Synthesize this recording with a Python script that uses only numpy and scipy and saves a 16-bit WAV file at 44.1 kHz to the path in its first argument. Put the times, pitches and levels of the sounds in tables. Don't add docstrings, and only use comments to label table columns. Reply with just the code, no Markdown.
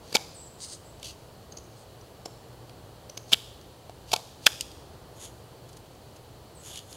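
import sys
import numpy as np
from scipy import signal
from scipy.fft import rfft, irfft
from scipy.io import wavfile
from scipy.ndimage import uniform_filter1d

SR = 44100
rng = np.random.default_rng(int(sys.argv[2]) if len(sys.argv) > 2 else 0)


def to_wav(sig):
    pcm = np.clip(np.atleast_2d(sig), -1, 1) * 32767
    pcm = np.round(pcm).astype(np.int16)
    wavfile.write(sys.argv[1], SR, pcm.T)


N = 306936

# frequency_hz, gain_db
MURMUR_TONE = [(12, -54), (20, -30), (53, -4.5), (107, -3), (146, -7), (222, -12.5), (245, -13.5),
               (270, -12), (481, -9), (583, -12), (654, -11.5), (1210, -20), (1310, -22), (1780, -26.5),
               (2000, -28), (2600, -46.5), (4400, -120)]
AIR_TONE = [(1500, -20.5), (2300, -1.5), (2650, -0.5), (3050, 3), (3600, -0.5), (4400, 4), (5200, -4),
            (8000, -5.5), (15000, -10)]
HISS_TONE = [(20, 23), (110, 1), (500, -11.5), (2500, -23), (5500, -2.5), (10000, 4), (16000, 3)]
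ECHO_TONE = [(200, -0.5), (900, 2.5), (1600, 0.5), (2400, -8), (3200, -7.5), (4500, -5), (7500, -2.5),
             (11000, -0.5), (15000, -0.5)]
SKIN_TONE = [(2000, -12.5), (5500, -10), (6100, -6.5), (6700, 2), (7700, -9), (9500, -7.5), (11800, -9),
             (12500, -23), (15500, -32)]
TIP_TONE = [(1500, -36), (2500, -20), (2900, -1), (3500, 2), (4000, -12), (4700, -9), (5600, -17.5),
            (12000, -31)]
BARK_TONE = [(1180, -29), (2000, -14), (2650, -18), (2820, -10), (3460, -8), (4250, 0.5), (4790, 3),
             (5540, -5), (6300, 0.5), (7110, -3.5), (8880, 1.5), (10500, -14.5), (15500, -33)]
GRAIN_TONE = [(1180, -67), (2000, -14), (2500, -9.5), (2680, -1.5), (3180, 0.5), (3670, -3), (4630, 4.5),
              (5270, -4.5), (6360, 0), (7420, -8.5), (8290, -7), (11500, -13.5), (15500, -23.5)]
JOLT_TONE = [(60, -22.5), (200, 5.5), (450, 8), (800, -2.5), (1300, -9), (1700, -21), (4000, -25.5)]
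SUPPLE_TONE = [(300, -58), (800, -30.5), (1400, -14.5), (1650, -15), (2020, -29.5), (2220, 0.5), (2480, -9),
               (2800, -21.5), (3800, -1), (4800, 1.5), (6000, -7), (7500, -9.5), (9800, -20.5),
               (11500, -14), (16000, -33.5)]
BRITTLE_TONE = [(200, -62.5), (1000, -12.5), (1600, -12), (2000, -28), (2600, 2), (3100, 4.5), (4000, -10),
                (5500, -13.5), (8000, -16), (12000, -22), (16000, -28)]
# frequency_hz, fade_s
ECHO_FADE = [(200, 0.49), (1500, 0.36), (3500, 0.94), (8000, 0.8), (14000, 0.55)]

# pitch_hz, gain_db, fade_s
STICK_NOTES = [(466, -42, 0.018), (775, -10, 0.023), (903, 13.5, .022), (1040, -7, 0.013),
               (1413, -8, 0.055)]
SHAVING_NOTES = [(2282, 6, 0.039), (2520, -8, 0.029), (4580, 4, 0.016)]
# times_squeak_pitch, gain_db, fade_s
BLADE_NOTES = [(.49, -8, 0.0075), (.70, -16, 0.017), (.85, -8, .015), (1, 11, 0.013), (1.22, -28, .012),
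               (1.85, -27, .005)]

# start_s, length_s, level_before_mix_db, opening_pitch_hz
BIRD_CALLS = [(.34, .15, -49.5, 8780), (0.842, .07, -60.5, 7650), (6.548, 0.074, -56, 8600)]
# start_s, length_s, level_db, growth_db_per_s
FINGER_RUBS = [(5.219, .037, -46.5, 33), (6.667, .118, -45.5, -37), (6.91, .045, -52, -40)]
BARK_SLIDES = [(.62, 0.028, -40.5, 30), (.688, 0.05, -46.5, 115), (1.775, .05, -59.5, -38)]
WOOD_SCRAPES = [(1.047, 0.059, -41, -68)]
# time_s, level_db, rise_and_fall_s
BARK_FLAKES = [(0.605, -39, .0009), (0.999, -52, .0025), (5.694, -52, 0.0062), (5.732, -50, 0.0033),
               (5.771, -47.5, 0.0039), (6.165, -52, .0055), (6.759, -38, 0.0031), (6.776, -36.5, 0.0027),
               (6.9286, -38.5, .0018)]
# time_s, level_db
WOOD_TICKS = [(3.613, -45.5), (4.6095, -18.5), (4.7163, -41), (6.791, -36)]
# time_s, level_db, squeak_pitch_hz
BLADE_CREAKS = [(.128, -31.5, 4700), (1.524, -42, 6470), (1.5731, -38.5, 6550), (1.585, -44, 6700),
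                (2.014, -52, 6000), (2.2583, -37, 5580), (2.26, -38.5, 7340), (3.098, -38, 6040),
                (3.1757, -34, 6380)]
# time_s, level_db, knock_offset_db (an offset is added to level_db)
LONE_CRACKS = [(1.0301, -33, -14), (2.2598, -41, 11), (2.6958, -43, -1), (3.1763, -31.5, -12),
               (3.8966, -44.5, 12.5)]
# start_s, level_db, pitch_hz, swell_s, bend_offset_db
SPLINTER_SNAPS = [(0.1685, -15.5, 3300, 0.00053, -15), (3.333, -0.5, 3390, 0.00049, -47),
                  (3.344, -14, 3150, .0004, -15), (4.467, 0, 2950, 0.00036, -7.5),
                  (4.474, 0, 3150, 0.00037, -12)]
# start_s, length_s, level_db, brittleness_0_to_1, run_up_s, catch_before_s,
# strand_after_s, bite_offset_db, grip_pitch_factor, spring_back_offset_db
KNIFE_CUTS = [(0.1522, .006, -16.5, 0.26, .11, .0065, 0.0081, -8, 0.57, -8),
              (3.329, .009, -19, 0.71, .04, 0.0072, 0.0021, -15.5, 0.3, -27),
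              (4.134, .0055, -18.5, 0.49, 0.05, .0147, .024, -7, .8, -3),
              (4.4663, .0025, -9, .62, 0.033, 0.0018, .003, -22, .7, -18.5)]


def amp(db):
    return 10 ** (np.asarray(db) / 20)


def unit(x):
    return x / np.sqrt(np.mean(x ** 2) + 1e-20)


def read(curve, hz):
    points_hz, values = np.transpose(curve)
    return np.interp(np.log(hz + 1), np.log(points_hz + 1), values)


def add(mix, start_s, sound):
    part = mix[max(round(start_s * SR), 0):][:len(sound)]
    part += sound[:len(part)]


def bins(x):
    return np.fft.rfftfreq(len(x), 1 / SR)


def colour(x, tone, other_tone=None, blend=0):
    gain_db = read(tone, bins(x))
    if blend:
        gain_db = (1 - blend) * gain_db + blend * read(other_tone, bins(x))
    cepstrum = irfft(np.log(amp(gain_db)), len(x))
    cepstrum[1:] *= 2 * (np.arange(1, len(x)) < len(x) / 2)
    return irfft(rfft(x) * np.exp(rfft(cepstrum)), len(x))


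def ring(x, notes, pitch_scale=1):
    t = np.arange(len(x)) / SR
    ringing = sum(amp(db - 60 * t / fade_s) * np.sin(2 * np.pi * hz * pitch_scale * t)
                  for hz, db, fade_s in notes)
    return signal.fftconvolve(x, ringing)[:len(x)]


def fibres(samples, per_s, spread_db):
    chance, strength, sign = rng.random((3, samples))
    size = np.minimum(-np.log(1 - strength), np.pi)
    return (chance < per_s / SR) * amp(spread_db * size) * np.sign(sign - .5)


def burst(rise_s, fall_s, hold_s=0, samples=4096):
    t = (np.arange(samples) - samples // 2) / SR
    shape = np.exp(-(np.maximum(-t, 0) / rise_s) ** 1.3 - np.maximum(t - hold_s, 0) / fall_s)
    return shape, samples / 2 / SR


def sized(x, shape, db):
    return amp(db) * unit(x) * np.sqrt(np.mean(shape ** 2))


def forest(murmur_db=-50, swell_db=0.53, drone_hz=119, drone_db=-60, air_db=-59.5):
    low, high, waver = rng.standard_normal((3, N))
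    t = np.arange(N) / SR
    swell = unit(sum(np.sin(2 * np.pi * (hz * t + rng.random())) / np.sqrt(hz)
                     for hz in np.geomspace(.3, 6, 20)))
    murmur = amp(murmur_db + swell_db * swell) * unit(colour(low, MURMUR_TONE))
    narrow_band = 1 / (1 + ((bins(waver) - drone_hz) / 6) ** 2)
    drone = amp(drone_db) * unit(irfft(rfft(waver) * narrow_band, N))
    return murmur + drone + amp(air_db) * unit(colour(high, AIR_TONE))


def echo_tail(echoes_per_s=4000, build_s=0.0096):
    taps = rng.standard_normal(SR) * (rng.random(SR) < echoes_per_s / SR)
    hz, t, spectrum = signal.stft(taps, SR, nperseg=256)
    fade = amp(read(ECHO_TONE, hz)[:, None] - 60 * t / read(ECHO_FADE, hz)[:, None])
    build = 1 - 0.16 * np.exp(-t / build_s)
    echoes = signal.istft(spectrum * fade * build, SR, nperseg=256)[1]
    return echoes / np.linalg.norm(echoes)


def woodland_echo(x, tails=5, switches_per_s=500):
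    turn = np.arange(N) / SR * switches_per_s
    crossfades = (np.sin(np.pi / 2 * np.minimum((turn - k) % tails, 2)) for k in range(tails))
    return sum(signal.fftconvolve(x * fade, echo_tail())[:N] for fade in crossfades)


def bird(end_hz=7800, glide_s=0.023, waver=0.0239, trill_hz=29, trill=0.024, fade_db_per_s=26):
    out = np.zeros(N)
    unsteady = unit(uniform_filter1d(rng.standard_normal(N), size=60))
    for start_s, length_s, db, opening_hz in BIRD_CALLS:
        t = np.arange(0, length_s, 1 / SR)
        glide = end_hz + (opening_hz - end_hz) * np.exp(-(t / glide_s) ** 2)
        pitch = glide * (1 + waver * unsteady[:len(t)] + trill * np.sin(2 * np.pi * trill_hz * t))
        whistle = unit(np.sin(2 * np.pi * np.cumsum(pitch) / SR))
        add(out, start_s, whistle * amp(db - fade_db_per_s * t) * signal.windows.tukey(len(t), .15))
    return out


def friction(strokes, tone, rise_s, fall_s, per_s, spread_db):
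    t, pressure = np.arange(N) / SR, np.zeros(N)
    for start_s, length_s, db, growth in strokes:
        age = t - start_s
        fades = np.exp(np.minimum(age, 0) / rise_s - np.maximum(age - length_s, 0) / fall_s)
        pressure += amp(db + growth * np.clip(age, 0, length_s)) * fades
    return pressure * unit(colour(fibres(N, per_s, spread_db), tone))


def fingers(rise_s=0.03, fall_s=0.021, rasp_offset_db=-9.5, rasp_db_per_s=107):
    rasps = [(start_s, length_s, db + rasp_offset_db, growth + rasp_db_per_s)
             for start_s, length_s, db, growth in FINGER_RUBS]
    skin = friction(FINGER_RUBS, SKIN_TONE, rise_s, fall_s, per_s=11000, spread_db=7)
    return skin + friction(rasps, TIP_TONE, rise_s, fall_s, per_s=2800, spread_db=2.5)


def flakes(pick_from_s=5.62, pick_to_s=6, picks=2, pick_db=-62):
    out = np.zeros(N)
    picking = [(pick_from_s + (pick_to_s - pick_from_s) * when, pick_db + 3 * (1 - 2 * softness), .004)
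               for when, softness in rng.random((picks, 2))]
    for time_s, db, width_s in BARK_FLAKES + picking:
        shape, peak_s = burst(width_s, width_s)
        crumbs = shape * fibres(len(shape), per_s=5000, spread_db=-1)
        add(out, time_s - peak_s, sized(colour(crumbs, GRAIN_TONE, SKIN_TONE, blend=.5), shape, db))
    return out


def blade(rise_s=0.013, fall_s=.016, run_up_end_db=-48.5, lean_db_per_s=92):
    run_ups = [(cut_s - lead_s, lead_s, run_up_end_db - lean_db_per_s * lead_s, lean_db_per_s)
               for cut_s, _, _, _, lead_s, *_ in KNIFE_CUTS]
    flat = friction(BARK_SLIDES, BARK_TONE, rise_s, fall_s, per_s=7800, spread_db=4)
    edge = friction(WOOD_SCRAPES + run_ups, GRAIN_TONE, rise_s, fall_s, per_s=3300, spread_db=2.5)
    return flat + edge


def wood_ticks(rise_s=0.00027, skitter_offset_db=-19):
    out = np.zeros(N)
    tick, peak_s = burst(rise_s, fall_s=0.001)
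    skitter, _ = burst(rise_s, fall_s=0.0079)
    shape = tick + amp(skitter_offset_db) * skitter
    for time_s, db in WOOD_TICKS:
        taps = shape * fibres(len(shape), per_s=9800, spread_db=3)
        add(out, time_s - peak_s, sized(colour(taps, GRAIN_TONE), shape, db))
    return out


def creaks():
    out = np.zeros(N)
    shape, peak_s = burst(rise_s=0.0025, fall_s=0.0025)
    for time_s, db, pitch_hz in BLADE_CREAKS:
        slips = shape * fibres(len(shape), per_s=3700, spread_db=1)
        squeak = sized(ring(slips, BLADE_NOTES, pitch_hz), shape, db)
        grit = sized(colour(slips, GRAIN_TONE), shape, db - 3)
        jolt = sized(colour(slips, JOLT_TONE), shape, db - 7)
        add(out, time_s - peak_s, squeak + grit + jolt)
    return out


def thin_stick(x, cutoff_hz=150):
    return signal.sosfilt(signal.butter(2, cutoff_hz, "high", fs=SR, output="sos"), x)


def recoil(notes, shape, db, grip=1, lead_s=0.001008):
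    kick = signal.unit_impulse(len(shape), len(shape) // 2 - round(lead_s * SR))
    return sized(ring(kick, notes, grip), shape, db)


def tear(shape, db, brittleness):
    breaks = shape * fibres(len(shape), per_s=12000, spread_db=3)
    crack = sized(colour(breaks, SUPPLE_TONE, BRITTLE_TONE, blend=brittleness), shape, db)
    return crack + (1 - brittleness) ** 2 * recoil(SHAVING_NOTES, shape, db - 3)


def cracks():
    out = np.zeros(N)
    shape, peak_s = burst(rise_s=0.00071, fall_s=0.00154)
    for time_s, db, knock_offset_db in LONE_CRACKS:
        knock = recoil(STICK_NOTES, shape, db + knock_offset_db, grip=.78)
        add(out, time_s - peak_s, tear(shape, db, brittleness=0.58) + knock)
    return out


def snaps(bend_hz=1620, bend_s=0.00066, grit_offset_db=-11):
    out, t = np.zeros(N), np.arange(1024) / SR
    for start_s, db, pitch_hz, swell_s, bend_offset_db in SPLINTER_SNAPS:
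        shape = (t / swell_s * np.exp(1 - t / swell_s)) ** 2
        whip = shape * np.sin(2 * np.pi * pitch_hz * t)
        grit = amp(grit_offset_db) * shape * unit(colour(rng.standard_normal(len(t)), BRITTLE_TONE))
        bend_shape = t / bend_s * np.exp(1 - t / bend_s)
        bend = amp(bend_offset_db) * bend_shape * np.sin(2 * np.pi * bend_hz * t)
        add(out, start_s, amp(db) * (whip + grit + bend))
    return out


def cuts(push_db=-37, catch_db=-27, catch_s=0.0027, strand_db=-23, strand_s=.0015):
    out = np.zeros(N)
    for start_s, length_s, db, brittleness, _, before_s, after_s, bite_db, grip, back_db in KNIFE_CUTS:
        end_s = start_s + length_s
        shape, peak_s = burst(rise_s=0.0024, fall_s=.0018, hold_s=length_s)
        shoves = shape * rng.standard_normal(len(shape))
        push = sized(colour(shoves, JOLT_TONE), shape, push_db)
        bite = recoil(STICK_NOTES, shape, db + bite_db, grip)
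        add(out, start_s - peak_s, tear(shape, db, brittleness) + push + bite)
        spring_back = recoil(STICK_NOTES, shape, db + back_db, grip=0.96, lead_s=0.00197)
        add(out, end_s - peak_s, spring_back)
        first_catch = (start_s - before_s, catch_db, catch_s)
        last_strand = (end_s + after_s, strand_db, strand_s)
        for time_s, tick_db, width_s in first_catch, last_strand:
            shape, peak_s = burst(width_s, width_s)
            knock = recoil(STICK_NOTES, shape, tick_db - 9, grip=.8)
            add(out, time_s - peak_s, tear(shape, tick_db, brittleness) + knock)
    return out


def scene():
    torn = thin_stick(cuts() + cracks() + wood_ticks())
    snapped = thin_stick(snaps())
    calls = bird()
    handling = blade() + fingers() + flakes()
    squeaks = creaks()
    echoes = woodland_echo(amp(-16.5) * torn + amp(-21.5) * snapped + amp(-14.5) * handling
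                           + amp(-10.5) * squeaks + amp(-5) * calls)
    mono = torn + snapped + handling + squeaks + amp(-1) * calls + echoes + forest()
    return np.array([mono, mono])


def record(dry, hiss_db=-68, top_hz=15850):
    hiss = np.array([unit(colour(noise, HISS_TONE)) for noise in rng.standard_normal(dry.shape)])
    clipped = np.clip(dry + amp(hiss_db) * hiss, -1, 1)
    low_pass = signal.firwin(511, top_hz, window=("kaiser", 9), fs=SR)
    return signal.oaconvolve(clipped, low_pass[None], "same", axes=1)


dry = scene()
out = record(dry)
to_wav(out)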